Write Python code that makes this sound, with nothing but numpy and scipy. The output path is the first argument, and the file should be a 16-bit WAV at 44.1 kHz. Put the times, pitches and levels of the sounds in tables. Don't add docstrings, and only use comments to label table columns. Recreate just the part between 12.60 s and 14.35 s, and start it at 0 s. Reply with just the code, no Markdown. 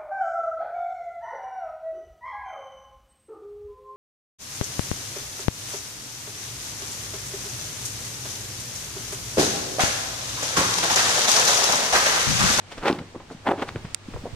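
import sys
import numpy as np
from scipy import signal
from scipy.fft import rfft, irfft, next_fast_len
from scipy.io import wavfile
from scipy.ndimage import uniform_filter1d, map_coordinates

SR = 44100
rng = np.random.default_rng(int(sys.argv[2]) if len(sys.argv) > 2 else 0)


def unload_wav(signal):
    wavfile.write(
        sys.argv[1],
        SR,
        np.round(np.clip(np.atleast_2d(signal).T, -1, 1) * 32767).astype(np.int16),
    )


N = 77175
T = np.arange(N) / SR
TOUCH_T = np.arange(-SR // 10, SR // 6) / SR


def scuffs(fur_db=-23, fur_stretch=2.4):
    strokes = [(.122, 0.0068, 0.011, -34, 595, 3380), (.181, 0.0046, .011, -34, 200, 2860),
               (.236, 0.011, 0.016, -28.5, 280, 1600), (.256, 0.0036, .026, -20, 330, 1550),
               (.283, 0.0099, .016, -16.5, 530, 1900), (.35, 0.025, 0.025, -41, 120, 2820),
               (0.3893, .0025, .0058, -33, 1010, 1900), (.415, .018, .011, -38.5, 120, 420),
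               (.557, 0.0068, 0.0096, -37, 216, 776), (.6, .002, .013, -41, 550, 1000),
               (.713, 0.0072, 0.013, -38.5, 160, 950), (.724, .014, 0.016, -48, 2600, 5960),
               (.872, .007, 0.0083, -19, 560, 950), (.888, 0.0043, .013, -19.5, 380, 900),
               (.9145, .005, .0045, -19, 480, 1100), (.935, .005, .012, -28.5, 400, 720),
               (.997, 0.019, 0.027, -33, 198, 1800), (1.024, 0.0046, .009, -22, 340, 1650),
               (1.087, .009, .011, -34.5, 300, 3100), (1.160, 0.0083, 0.02, -40, 130, 1800),
               (1.253, 0.0049, 0.0056, -39, 200, 1700), (1.539, .003, 0.0064, -36.5, 250, 1390),
               (1.564, 0.0032, 0.0098, -37, 198, 790), (1.664, .012, 0.01, -35.5, 326, 565)]
    fabric_colour = [(250, 9.5), (850, 2.5), (1500, -1.5), (2200, -3), (3200, -1), (5000, -3), (9000, -4)]  # f/Hz, gain/dB
    fabric_width = [(400, -26), (1500, -12.5), (10000, 0.5)]  # f/Hz, side gain/dB
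    fur_colour = [(2000, -11), (5000, 4.5), (14000, 1)]  # f/Hz, gain/dB
    rubbing, fur_power = np.zeros((2, N)), np.zeros(N)
    for s, rise, fall, db, low_hz, high_hz in strokes:
        envelope = swell(TOUCH_T, rise, fall)
        stroke = cloth_band(slips() * envelope, low_hz, high_hz)
        stroke *= np.sqrt(np.sum(envelope ** 2) / np.sum(stroke ** 2, axis=1, keepdims=True))
        add(rubbing, from_db(db) * stroke, s)
        airiness = (high_hz / 2000) ** .95
        add(fur_power, (from_db(db + fur_db) * airiness * envelope ** (1 / fur_stretch)) ** 2, s)
    mid, side = colour(rubbing, fabric_colour)
    fur = np.sqrt(fur_power) * colour(rng.standard_normal((2, N)), fur_colour)
    return stereo(mid, colour(side, fabric_width)) + fur


def slips(rate_per_s=5000, spread_db=4.5):
    shape = (2, len(TOUCH_T))
    sizes = from_db(spread_db * np.minimum(rng.exponential(1, shape), 4))
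    signs = rng.choice([-1, 1], shape)
    clicks = sizes * signs * (rng.random(shape) < rate_per_s / SR)
    return clicks / np.sqrt(uniform_filter1d(clicks ** 2, size=300) + 1e-6)


def cloth_band(x, low_hz, high_hz, muffle_ratio=3.9):
    band = cut(cut(x, low_hz, "high"), high_hz, "low")
    return cut(band, high_hz * muffle_ratio, "low")


def thuds():
    landings = [(0.3015, -8.5, 332), (0.3125, -12.5, 306), (.3292, -14.5, 288), (.386, -28, 197),
                (0.5505, -28, 402), (.563, -27, 252), (0.7503, -30.5, 190), (.8747, -11.5, 600),
                (.8902, -14, 500), (.9147, -11, 474), (.9203, -13, 600), (1.084, -33, 127),
                (1.1516, -27, 259), (1.1601, -20.5, 380), (1.1639, -23.5, 116), (1.2497, -25.5, 140),
                (1.487, -24, 234), (1.640, -27, 215), (1.657, -20.5, 550)]
    return sum(from_db(db) * push(s, hz) for s, db, hz in landings)


def push(s, hz, swell_cycles=.48, ring_cycles=.9):
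    cycles = (T - s) * hz
    width = np.where(cycles < 0, swell_cycles, ring_cycles)
    return -np.cos(2 * np.pi * cycles) * np.exp(-np.minimum((cycles / width) ** 2, 40))


def claws(fall_s=.001):
    snags = [(.2818, -15, 4500), (.311, -23, 5000), (.3277, -19, 5000), (.39, -22, 2400), (.702, -31, 1600),
             (.871, -19, 3100), (.879, -15, 3400), (.8885, -18, 3200), (.9207, -15, 2200),
             (1.09, -18, 3400), (1.159, -26, 2600), (1.252, -32, 2400), (1.562, -27.5, 1100)]
    ticks = np.zeros(N)
    for s, db, high_hz in snags:
        grit = .25 * rng.standard_normal(len(TOUCH_T)) * swell(TOUCH_T, fall_s / 10, fall_s)
        crack = cut(grit + (TOUCH_T == 0), .4 * high_hz, "high", order=1)
        crack = cut(crack, high_hz, "low", order=6)
        add(ticks, from_db(db) * crack / np.abs(crack).max(), s)
    return ticks


def click(at_s=1.3464, t60_cycles=27, left_db=-16, scatter_db=-21.5, scatter_s=.0015):
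    modes = [(1380, -22.5), (2200, -30), (2750, -21.5), (3780, -17), (4820, -13), (5400, -17), (6850, -8.5),
             (8400, -3.5)]
    age = np.maximum(T - at_s, 0)
    ring = sum(from_db(db - 60 * age * hz / t60_cycles) * np.sin(2 * np.pi * hz * age)
               for hz, db in modes)
    panned = np.array([from_db(left_db) * ring, ring])
    scatter = rng.standard_normal((2, N)) * swell(T - at_s, scatter_s / 20, scatter_s)
    return cut(panned + from_db(scatter_db) * scatter, hz=1800, kind="high")


def buffeting(side_db=-11):
    rumble_spectrum = [(20, -8), (110, -7), (250, -20), (800, -43)]  # f/Hz, relative density/dB
    rumble_level = [(0, -67), (.2, -52.5), (.95, -53), (1.14, -44.5), (1.42, -51.5), (1.56, -42),
                    (1.75, -45.5)]
    air_puffs = [(.195, -36, 27.8, 0), (1.5503, -35, 75, -18), (1.5564, -29.5, 81, 11), (1.592, -36, 90, 3),
                 (1.7367, -32, 96, -18.5)]
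    mid, side = colour(rng.standard_normal((2, N)), rumble_spectrum)
    rumble = level(rumble_level) * unit_rms(stereo(mid, from_db(side_db) * side))
    puffs = sum(from_db([[db + pan / 2], [db - pan / 2]]) * push(s, hz) for s, db, hz, pan in air_puffs)
    return rumble + puffs


def room(x, gain_db=-14.5, t60_s=.41, high_hz=2000, side_db=-19, delay_s=.008):
    tail = cut(rng.standard_normal((2, N)), high_hz, "low") * from_db(-60 * T / t60_s) * (T > delay_s)
    tail /= np.sqrt(np.sum(tail ** 2, axis=1, keepdims=True) * SR / 2 / high_hz)
    mid, side = signal.fftconvolve(x[None], tail, axes=1)[:, :N]
    return from_db(gain_db) * stereo(mid, from_db(side_db) * side)


def hiss():
    hiss_spectrum = [(25, -8), (140, 2), (600, -5), (2300, -10), (4500, -14.5), (8000, -21), (16000, -38)]  # f/Hz, relative density/dB
    hiss_level = [(0, -50.5), (.15, -43.5), (.6, -49.5), (1.25, -45), (1.75, -45.5)]  # t/s, level/dB
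    hiss_width = [(60, -12.5), (1000, -3), (12000, 1.5)]  # f/Hz, side gain/dB
    mid, side = colour(rng.standard_normal((2, N)), hiss_spectrum)
    return level(hiss_level) * unit_rms(stereo(mid, colour(side, hiss_width)))


def mains_hum(hz=99.3, rms_db=-51.5, waver_depth=.36):
    waver = 1 + waver_depth * unit_rms(cut(rng.standard_normal(N), hz=7.1, kind="low"))
    return from_db(rms_db) * unit_rms(waver * np.sin(2 * np.pi * hz * T))


def from_db(db):
    return 10 ** (np.asarray(db) / 20)


def unit_rms(x):
    return x / np.sqrt(np.mean(x ** 2) + 1e-20)


def level(rows):
    return from_db(np.interp(T, *np.transpose(rows)))


def colour(x, points):
    hz, db = np.transpose(points)
    size = next_fast_len(2 * N)
    grid_hz = np.maximum(np.fft.rfftfreq(size, 1 / SR), 1)
    gain = from_db(np.interp(np.log(grid_hz), np.log(hz), db))
    return irfft(rfft(x, size) * gain, size)[..., :N]


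def cut(x, hz, kind, order=2):
    sections = signal.butter(order, min(hz, SR / 2 - 1), kind, fs=SR, output="sos")
    return signal.sosfilt(sections, x + 1e-18)


def stereo(mid, side):
    return np.array([mid + side, mid - side])


def swell(t, rise_s, fall_s):
    return np.exp(-np.minimum(np.maximum(-t / rise_s, t / fall_s), 40))


def add(out, sound, s):
    start = int((s + TOUCH_T[0]) * SR)
    skip = max(-start, 0)
    part = out[..., start + skip:start + len(TOUCH_T)]
    part += sound[..., skip:skip + part.shape[-1]]


def scene():
    right_lag_s = .00004
    left, right = scuffs() + thuds() + claws()
    rabbit = np.array([left, map_coordinates(right, [(T - right_lag_s) * SR], order=3)])
    return rabbit + room(left) + click() + buffeting() + hiss() + mains_hum()


def record(dry):
    microphone_response = [(9200, -0.5), (10800, -10), (11400, -22.5), (12100, -8.5), (13500, -6),
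                           (16000, -12)]
    limit_db, attack_s, recover_db_per_s = -8, .0071, 43.5
    cutoff_hz = 15900
    x = colour(dry, microphone_response)
    over_db = np.maximum(20 * np.log10(np.abs(x).max(axis=0) + 1e-9) - limit_db, 0)
    held_db = np.maximum.accumulate(over_db + recover_db_per_s * T) - recover_db_per_s * T
    pole = np.exp(-1 / (attack_s * SR))
    duck_db = signal.lfilter([1 - pole], [1, -pole], held_db)
    clipped = np.clip(x * from_db(-duck_db), -1, 1)
    return signal.sosfilt(signal.ellip(10, .1, 80, cutoff_hz, fs=SR, output="sos"), clipped)


dry = scene()
out = record(dry)
unload_wav(out)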